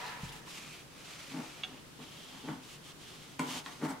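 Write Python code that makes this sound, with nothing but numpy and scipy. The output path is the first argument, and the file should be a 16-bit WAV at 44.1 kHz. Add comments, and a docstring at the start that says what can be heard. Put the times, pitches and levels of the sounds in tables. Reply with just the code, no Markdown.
"""Ironing in a small room

Close on a padded board, a stereo pair of microphones, quiet air behind. A small iron glides to and fro
over cotton: its sole swishes on the weave, and where it catches and judders the board and the hollow
iron thrum. The thermostat clicks once, a little to the right. Near the end the iron knocks down,
sweeps across the seam and is dragged off."""
import sys
import numpy as np
from scipy import signal
from scipy.fft import rfft, irfft, next_fast_len
from scipy.io import wavfile
from scipy.ndimage import uniform_filter1d, map_coordinates

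SR = 44100
rng = np.random.default_rng(int(sys.argv[2]) if len(sys.argv) > 2 else 0)


def pcm_store(signal):
    """Save signal as 16-bit PCM."""
    levels = np.round(np.clip(np.atleast_2d(signal), -1, 1) * 32767)
    wavfile.write(sys.argv[1], SR, levels.astype(np.int16).T)


N = 176400

# decay of the small room: f/Hz, t60/s
ROOM_DECAY = [(150, 0.41), (1000, 0.33), (4000, 0.26), (12000, 0.31)]
BOARD_WET_DB, SHELL_WET_DB, METAL_WET_DB, SNAP_WET_DB = -19, -1, 1.5, -13
# spectrum of the room's air: f/Hz, level/dB
AIR_SPECTRUM = [(25, -11), (60, -6.5), (110, -10), (250, -3.5), (400, -6), (700, -12.5), (1050, -11.5),
                (2000, -15), (3200, -15), (6000, -19.5), (10000, -23.5), (15800, -31)]
AIR_DB, HUM_DB, HUM_HZ, HUM_WIDTH_HZ = -54, -60, 146.6, 34
# how alike air, rubbing cloth and sole plate arrive at the two microphones: f/Hz, correlation
AIR_ALIKE = [(50, 0.18), (160, 0.78), (500, 0.27), (1500, 0.065), (8000, 0.033)]
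RUB_ALIKE = [(500, 0.32), (2500, 0.75), (5000, 0.47), (12000, 0.22)]
PLATE_ALIKE = [(500, 0.85), (2500, 0.11)]
# balance of the microphones: f/Hz, left minus right/dB
MIC_BALANCE = [(100, 0.5), (300, 1.6), (1200, 1.5), (2700, -2), (5000, 0.5), (12000, -.3)]
TOP_HZ = 15800

# hand on the table, thermostat and its bounces, grip on the housing, sole landing: t/s, level/dB
BUMPS = [(.233, -37.5), (.268, -50)]
SNAPS = [(1.6349, -27.5), (1.6367, -31), (1.6412, -31.5), (1.6467, -32.5)]
TICKS = [(.4735, -40), (3.6612, -28)]
LANDINGS = [(3.3945, -37.5)]
# the modes that each of these rings: f/Hz, level/dB, t60/s
TABLE_MODES = [(45, -11, 0.99), (92, -2, 0.12), (134, -1, 0.34), (158, 7, 0.074)]
SPRING_MODES = [(758, -22, 0.13), (1377, -10.5, 0.023), (1605, -19, 0.033), (2300, -10.5, 0.03),
                (2810, -2, 0.021), (2980, -5, 0.015), (3387, -2.5, 0.038), (3550, -7.5, 0.056),
                (4460, -21, 0.035), (6360, -21.5, 0.034)]
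HOUSING_MODES = [(1090, -7, 0.029), (1400, -12.5, 0.028), (1850, -1.5, 0.0089), (2590, -9, 0.012),
                 (3330, -3, 0.0073), (3720, -6, 0.0085), (6200, -13, 0.0058), (8100, -17, 0.0078)]
SOLE_MODES = [(1439, -2.5, 0.092), (2140, -1.5, 0.053), (2280, 3, 0.034), (5270, -17, .04),
              (7940, -6, 0.035), (989, -3, .24), (1023, 1, .27), ]
SOFT_ATTACK_S, HARD_ATTACK_S = 0.0026, 0.00036

# resonances of the board and of the iron's hollow shell, sole plate and rim: f/Hz, width/Hz, level/dB
BOARD_PEAKS = [(138.5, 8, -1), (159.4, 15.4, 2.5), (181.6, 4, -1), (216, 13, -1), (263, 11, 10),
               (310, 18, -1), (377, 30, -11), (460, 31, -7.5), (586, 24, -16)]
SHELL_PEAKS = [(560, 520, -3), (731, 37, 5.5), (799, 54, 5.5), (909, 42, 10), (942, 40, 8),
               (1183, 340, 0.5), (1410, 42, 2), (1480, 40, 2.5), (1886, 300, -4.5), (2250, 210, -7.5)]
PLATE_PEAKS = [(459, 14, -1), (753, 20, -4), (850, 8.9, 3), (967, 58, 0), (1316, 130, -6.5),
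               (1770, 140, -5.5), (2026, 88, -5.5), (2480, 960, -13)]
RIM_PEAKS = [(5240, 260, -2), (7900, 160, 10), (8800, 230, 6), (11000, 200, -18)]
# the iron knocks: t/s, board level/dB, shell level/dB, crack level/dB
KNOCKS = [(2.4859, -29, -31, -51), (3.393, -65, -58, -37.5), (3.3945, -28, -29, -31),
          (3.554, -49, -33.5, -39), (3.8303, -25.5, -36, -66), (3.8503, -31, -30.5, -42),
          (3.916, -38.5, -46, -51)]
# spectrum of the plastic crack: f/Hz, level/dB
CRACK_SPECTRUM = [(300, -30.5), (1200, -25), (2100, 14.5), (3300, 2), (5000, -2), (7600, -0.5), (11000, -9),
                  (16000, -23)]
CRACK_T60_S = 0.013

# threads snag under the sole: t/s, rise/s, fall/s, level/dB, f/Hz
SNAGS = [(.055, 0.012, 0.053, -52, 4120), (.28, 0.013, .012, -51, 3220)]
THREADS_PER_S, THREAD_WIDTH_HZ = 450, 770
# the sole scrapes as it first slides; the tipped iron skids on its rim:
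# t/s, rise/s, hold/s, fall/s, level/dB
SCRAPES = [(-.05, 0.043, 0.1, 0.17, -44), (0.123, 0.11, 0.082, 0.24, -52),
           (0.466, 0.0077, 0.005, 0.016, -51.5)]
SKIDS = [(3.842, 0.012, .004, .014, -58), (3.888, 0.0078, 0.012, .012, -52.5)]
# the sole catches: t/s, rise/s, hold/s, fall/s, level/dB, rattle over thrum/dB, tilt/(dB per octave)
JUDDERS = [(1.292, 0.084, 0.0069, 0.051, -39, -11.5, 0), (1.381, 0.031, 0.01, 0.12, -52.5, -3, 8),
           (1.628, 0.092, 0.019, 0.05, -53, -9.5, 5), (1.986, 0.012, .005, 0.082, -48.5, -10, 2),
           (2.287, 0.056, .01, 0.075, -57.5, -2, -2), (2.414, 0.044, 0.028, 0.031, -45.5, -11, 2),
           (2.47, 0.029, 0.0086, 0.068, -40, -11, -4), (2.526, 0.047, .02, 0.068, -56.5, -7, -2),
           (3.386, 0.018, 0.038, 0.082, -42, -7, 5), (3.473, 0.018, 0.083, 0.051, -47.5, -6.5, 1.5),
           (3.661, 0.0025, 0.0098, 0.11, -56.5, 3.5, -4), (3.784, 0.068, 0.011, 0.028, -37.5, -5.5, 5),
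           (3.877, 0.017, 0.016, 0.04, -38, -7, -1), (3.928, 0.015, 0.011, 0.047, -60.5, 8, 3)]
SLIPS_PER_S, SLIP_NOISE_DB = 330, -3

# strokes over the cotton: t/s, rise/s, hold/s, fall/s, level/dB, sag/(dB per s), tilt/(dB per octave),
# sole resonance over swish/dB, sole resonance f/Hz
STROKES = [(-.1, 0.07, 0.06, 0.35, -45.5, 37, -2.8, -9, 2310),
           (0.164, 0.071, 0.061, 0.027, -53, 15.5, 1, -7, 2850),
           (0.31, 0.019, 0.048, 0.04, -55, -4, 4, -2.5, 2760),
           (0.435, 0.065, 0.046, 0.14, -51, 2, 1.5, -7.5, 3000),
           (0.455, 0.089, 0.21, 0.13, -52, 9, 0.4, -2.5, 2500),
           (0.84, 0.27, .24, 0.48, -52, -2, 0, -7, 2420),
           (1.403, 0.15, 0.2, 0.14, -57.5, 8, -3, -2.5, 3000),
           (1.933, 0.12, 0.4, 0.21, -56.5, 0, 0, 0, 3170),
           (2.583, 0.096, 0.065, 0.047, -55, -9, 2, -3.5, 2820),
           (2.812, 0.049, 0.047, 0.032, -55.5, 0, 0.5, -2, 3200),
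           (2.952, 0.092, 0.25, 0.15, -54.5, 16, 0.5, -3.5, 3220),
           (3.388, 0.014, 0.056, 0.093, -54.5, 4, 5, 1, 3180),
           (3.431, 0.087, 0.039, 0.088, -43, -8, 1, -4, 3060),
           (3.622, 0.035, 0.023, 0.47, -52.5, 24, 0.5, -18, 3200),
           (3.806, 0.044, 0.011, 0.03, -51, 0, 2.5, -6, 2980),
           (3.873, 0.015, 0.012, 0.062, -51.5, 0, 6, -7, 3180)]
# spectrum of the rubbed weave: f/Hz, level/dB
WEAVE_SPECTRUM = [(300, -28), (600, -7.5), (950, -9), (1250, -4.5), (1500, -9), (2000, -7), (3300, -6),
                  (4800, -8.5), (6200, -10), (7500, -12.5), (11000, -19), (15800, -29.5)]
FIBRES_PER_S, FIBRE_DB = 1200, -6.5
FLUTTER_PER_S, FLUTTER_DB = 55, 1
TILT_PIVOT_HZ, SOLE_WIDTH_HZ = 3500, 480


def amp(db):
    """Decibels to gain."""
    return 10 ** (np.asarray(db) / 20)


def unit(x):
    """Scale to rms 1."""
    return x / np.sqrt(np.mean(x ** 2) + 1e-20)


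def steady(x, window_s=.04):
    """The same vibration held at a running rms of 1."""
    power = uniform_filter1d(x ** 2, size=round(window_s * SR))
    return x / np.sqrt(np.abs(power) + 1e-20)


def along(points, hz):
    """(f/Hz, value) points read on a log axis."""
    f, v = np.transpose(points)
    return np.interp(np.log(hz + 1), np.log(f + 1), v)


def wobble(rate):
    """A smooth random curve, rate knots a second."""
    knots = rng.standard_normal(int(N * rate / SR) + 4)
    return map_coordinates(knots, [np.arange(N) * rate / SR])


def impulses(rate):
    """Random impulses of either sign, on average rate a second."""
    return (rng.random(N) < rate / SR) * rng.choice([-1, 1], N)


def filtered(x, response):
    """x through a complex frequency response."""
    n = x.shape[-1]
    padded = next_fast_len(n + SR // 4)
    return irfft(rfft(x, padded) * response(np.fft.rfftfreq(padded, 1 / SR)), padded)[..., :n]


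def resonate(x, peaks):
    """x through parallel (f/Hz, width/Hz, level/dB) resonances of alternating sign."""
    def response(f):
        return sum((-1) ** k * amp(db) * 1j * f * width / (hz * hz - f * f + 1j * f * width)
                   for k, (hz, width, db) in enumerate(peaks))
    return filtered(x, response)


def spread(pair, alike):
    """Two unrelated signals mixed to left and right with the given correlation."""
    turn = lambda hz: np.arccos(np.clip(along(alike, hz), -1, 1)) / 2
    mid, side = filtered(pair, lambda hz: np.array([np.cos(turn(hz)), np.sin(turn(hz))]))
    return np.array([mid + side, mid - side])


def noise(alike):
    """White stereo noise with the given correlation."""
    return spread(rng.standard_normal((2, N)), alike)


def swell(start, rise, hold, fall):
    """A rounded rise, hold and fall."""
    corners = start + np.cumsum(np.abs([0, rise, hold, fall]))
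    ramp = np.interp(np.arange(N) / SR, corners, [0, 1, 1, 0])
    return np.sin(ramp * np.pi / 2) ** 2


def since(start):
    """Seconds since start, zero before."""
    return np.maximum(np.arange(N) / SR - start, 0)


def struck(hits, modes, attack):
    """Each hit rings the decaying modes in a slightly different mix."""
    out, t = np.zeros(N + SR), np.arange(SR // 2) / SR
    for start, db in hits:
        ring = sum(amp(level + rng.normal(0, 1) - 60 * t / t60) * np.sin(2 * np.pi * hz * t)
                   for hz, level, t60 in modes)
        out[round(start * SR):][:len(t)] += amp(db) * ring * (1 - np.exp(-t / attack))
    return out[:N]


def in_room(x, wet_db):
    """A close mono sound plus the room's short answer at each microphone."""
    hz, t, spectra = signal.stft(rng.standard_normal((2, SR // 3)), SR, nperseg=256)
    decay = amp(-60 * t / along(ROOM_DECAY, hz)[:, None])
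    tail = signal.istft(spectra * decay, SR, nperseg=256)[1]
    tail = np.pad(tail / np.linalg.norm(tail[0]), ((0, 0), (SR // 250, 0)))  # arrives 4 ms late
    return x + amp(wet_db) * signal.fftconvolve(x[None], tail, axes=1)[:, :N]


def room_tone():
    """Steady air all around the microphones, with a low drone."""
    air = filtered(noise(AIR_ALIKE), lambda hz: amp(along(AIR_SPECTRUM, hz)))
    hum = resonate(noise(AIR_ALIKE), [(HUM_HZ, HUM_WIDTH_HZ, 0)])
    return amp(AIR_DB) * unit(air) + amp(HUM_DB) * unit(hum)


def table_bump():
    """The hand bumps the table and stirs its low modes."""
    return in_room(struck(BUMPS, TABLE_MODES, SOFT_ATTACK_S), BOARD_WET_DB)


def housing_ticks():
    """The plastic housing ticks under the grip."""
    return in_room(struck(TICKS, HOUSING_MODES, HARD_ATTACK_S), SHELL_WET_DB)


def thermostat():
    """The thermostat's spring snaps and bounces, a little right of centre."""
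    click = in_room(struck(SNAPS, SPRING_MODES, HARD_ATTACK_S), SNAP_WET_DB)
    return click * amp([[-1], [1]])


def sole_landing():
    """The metal of the sole rings as it lands."""
    return in_room(struck(LANDINGS, SOLE_MODES, HARD_ATTACK_S), METAL_WET_DB)


def knocking():
    """Each blow rings board and shell, with a short plastic crack."""
    from_board, from_iron = np.zeros(N), np.zeros(N)
    crack = unit(filtered(rng.standard_normal(N), lambda hz: amp(along(CRACK_SPECTRUM, hz))))
    blow = signal.unit_impulse(SR // 2)
    board, shell = resonate(blow, BOARD_PEAKS), resonate(blow, SHELL_PEAKS)
    for start, board_db, shell_db, crack_db in KNOCKS:
        place = lambda ring: np.pad(ring / np.abs(ring).max(), (round(start * SR), N))[:N]
        t = since(start)
        crack_gain = amp(crack_db - 60 * t / CRACK_T60_S) * (t > 0)
        from_board += amp(board_db) * place(board)
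        from_iron += amp(shell_db) * place(shell) + crack_gain * crack
    return in_room(from_board, BOARD_WET_DB) + in_room(from_iron, SHELL_WET_DB)


def snagging():
    """Threads catch on the sole and flick free in a short scratchy run."""
    out = np.zeros(N)
    for start, rise, fall, db, hz in SNAGS:
        scratch = resonate(impulses(THREADS_PER_S), [(hz, THREAD_WIDTH_HZ, 0)])
        out += amp(db) * swell(start, rise, 0, fall) * unit(scratch)
    return in_room(out, SHELL_WET_DB)


def scraping():
    """Friction rings the modes of the sole plate, and the high ones of its rim when it skids."""
    drag = lambda rows: sum(amp(db) * swell(*timing) for *timing, db in rows)
    plate = unit(resonate(noise(PLATE_ALIKE), PLATE_PEAKS))
    rim = unit(resonate(noise(PLATE_ALIKE), RIM_PEAKS))
    return drag(SCRAPES) * plate + drag(SKIDS) * rim


def juddering():
    """Irregular slips shake board and shell; where the sole bears down sets the thrum's colour."""
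    force = unit(impulses(SLIPS_PER_S)) + amp(SLIP_NOISE_DB) * rng.standard_normal(N)
    board = resonate(force, BOARD_PEAKS)
    octaves = lambda hz: np.log2(np.clip(hz, BOARD_PEAKS[0][0], BOARD_PEAKS[-1][0]))
    thrum, rattle_gain = np.zeros(N), np.zeros(N)
    for *timing, db, rattle_db, tilt in JUDDERS:
        gain = amp(db) * swell(*timing)
        thrum += gain * steady(filtered(board, lambda hz: amp(tilt * octaves(hz))))
        rattle_gain += gain * amp(rattle_db)
    rattle = rattle_gain * steady(resonate(force, SHELL_PEAKS))
    return in_room(thrum, BOARD_WET_DB) + in_room(rattle, SHELL_WET_DB)


def gliding():
    """Close and dry: countless fibres flick past the sole and ring it; a stroke sags as the hand slows."""
    out = np.zeros((2, N))
    octaves = lambda hz: np.log2((hz + 1) / TILT_PIVOT_HZ)
    for start, rise, hold, fall, db, sag, tilt, sole_db, sole_hz in STROKES:
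        fibres = rng.standard_normal((2, N)) * (rng.random((2, N)) < FIBRES_PER_S / SR)
        friction = rng.standard_normal((2, N)) + amp(FIBRE_DB) * unit(fibres)
        gain = amp(db - sag * since(start + rise)) * swell(start, rise, hold, fall)
        moving = gain > 0
        rub = spread(friction[:, moving], RUB_ALIKE)
        swish = filtered(rub, lambda hz: amp(along(WEAVE_SPECTRUM, hz) + tilt * octaves(hz)))
        sole_drive = spread(rng.standard_normal((2, N))[:, moving], RUB_ALIKE)
        sole = resonate(sole_drive, [(sole_hz, SOLE_WIDTH_HZ, 0)])
        out[:, moving] += gain[moving] * (unit(swish) + amp(sole_db) * unit(sole))
    return out * amp(FLUTTER_DB * wobble(FLUTTER_PER_S))  # the level flickers slightly


def scene():
    """The ironing in front, the room tone behind."""
    impacts = thermostat() + knocking() + sole_landing() + table_bump() + housing_ticks()
    sliding = gliding() + scraping() + snagging() + juddering()
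    return impacts + sliding + room_tone()


def record(dry):
    """The two microphones differ slightly in colour and keep nothing above the band limit."""
    sides = np.array([[.5], [-.5]])
    return filtered(dry, lambda hz: amp(sides * along(MIC_BALANCE, hz)) * (hz < TOP_HZ))


dry = scene()
out = record(dry)
pcm_store(out)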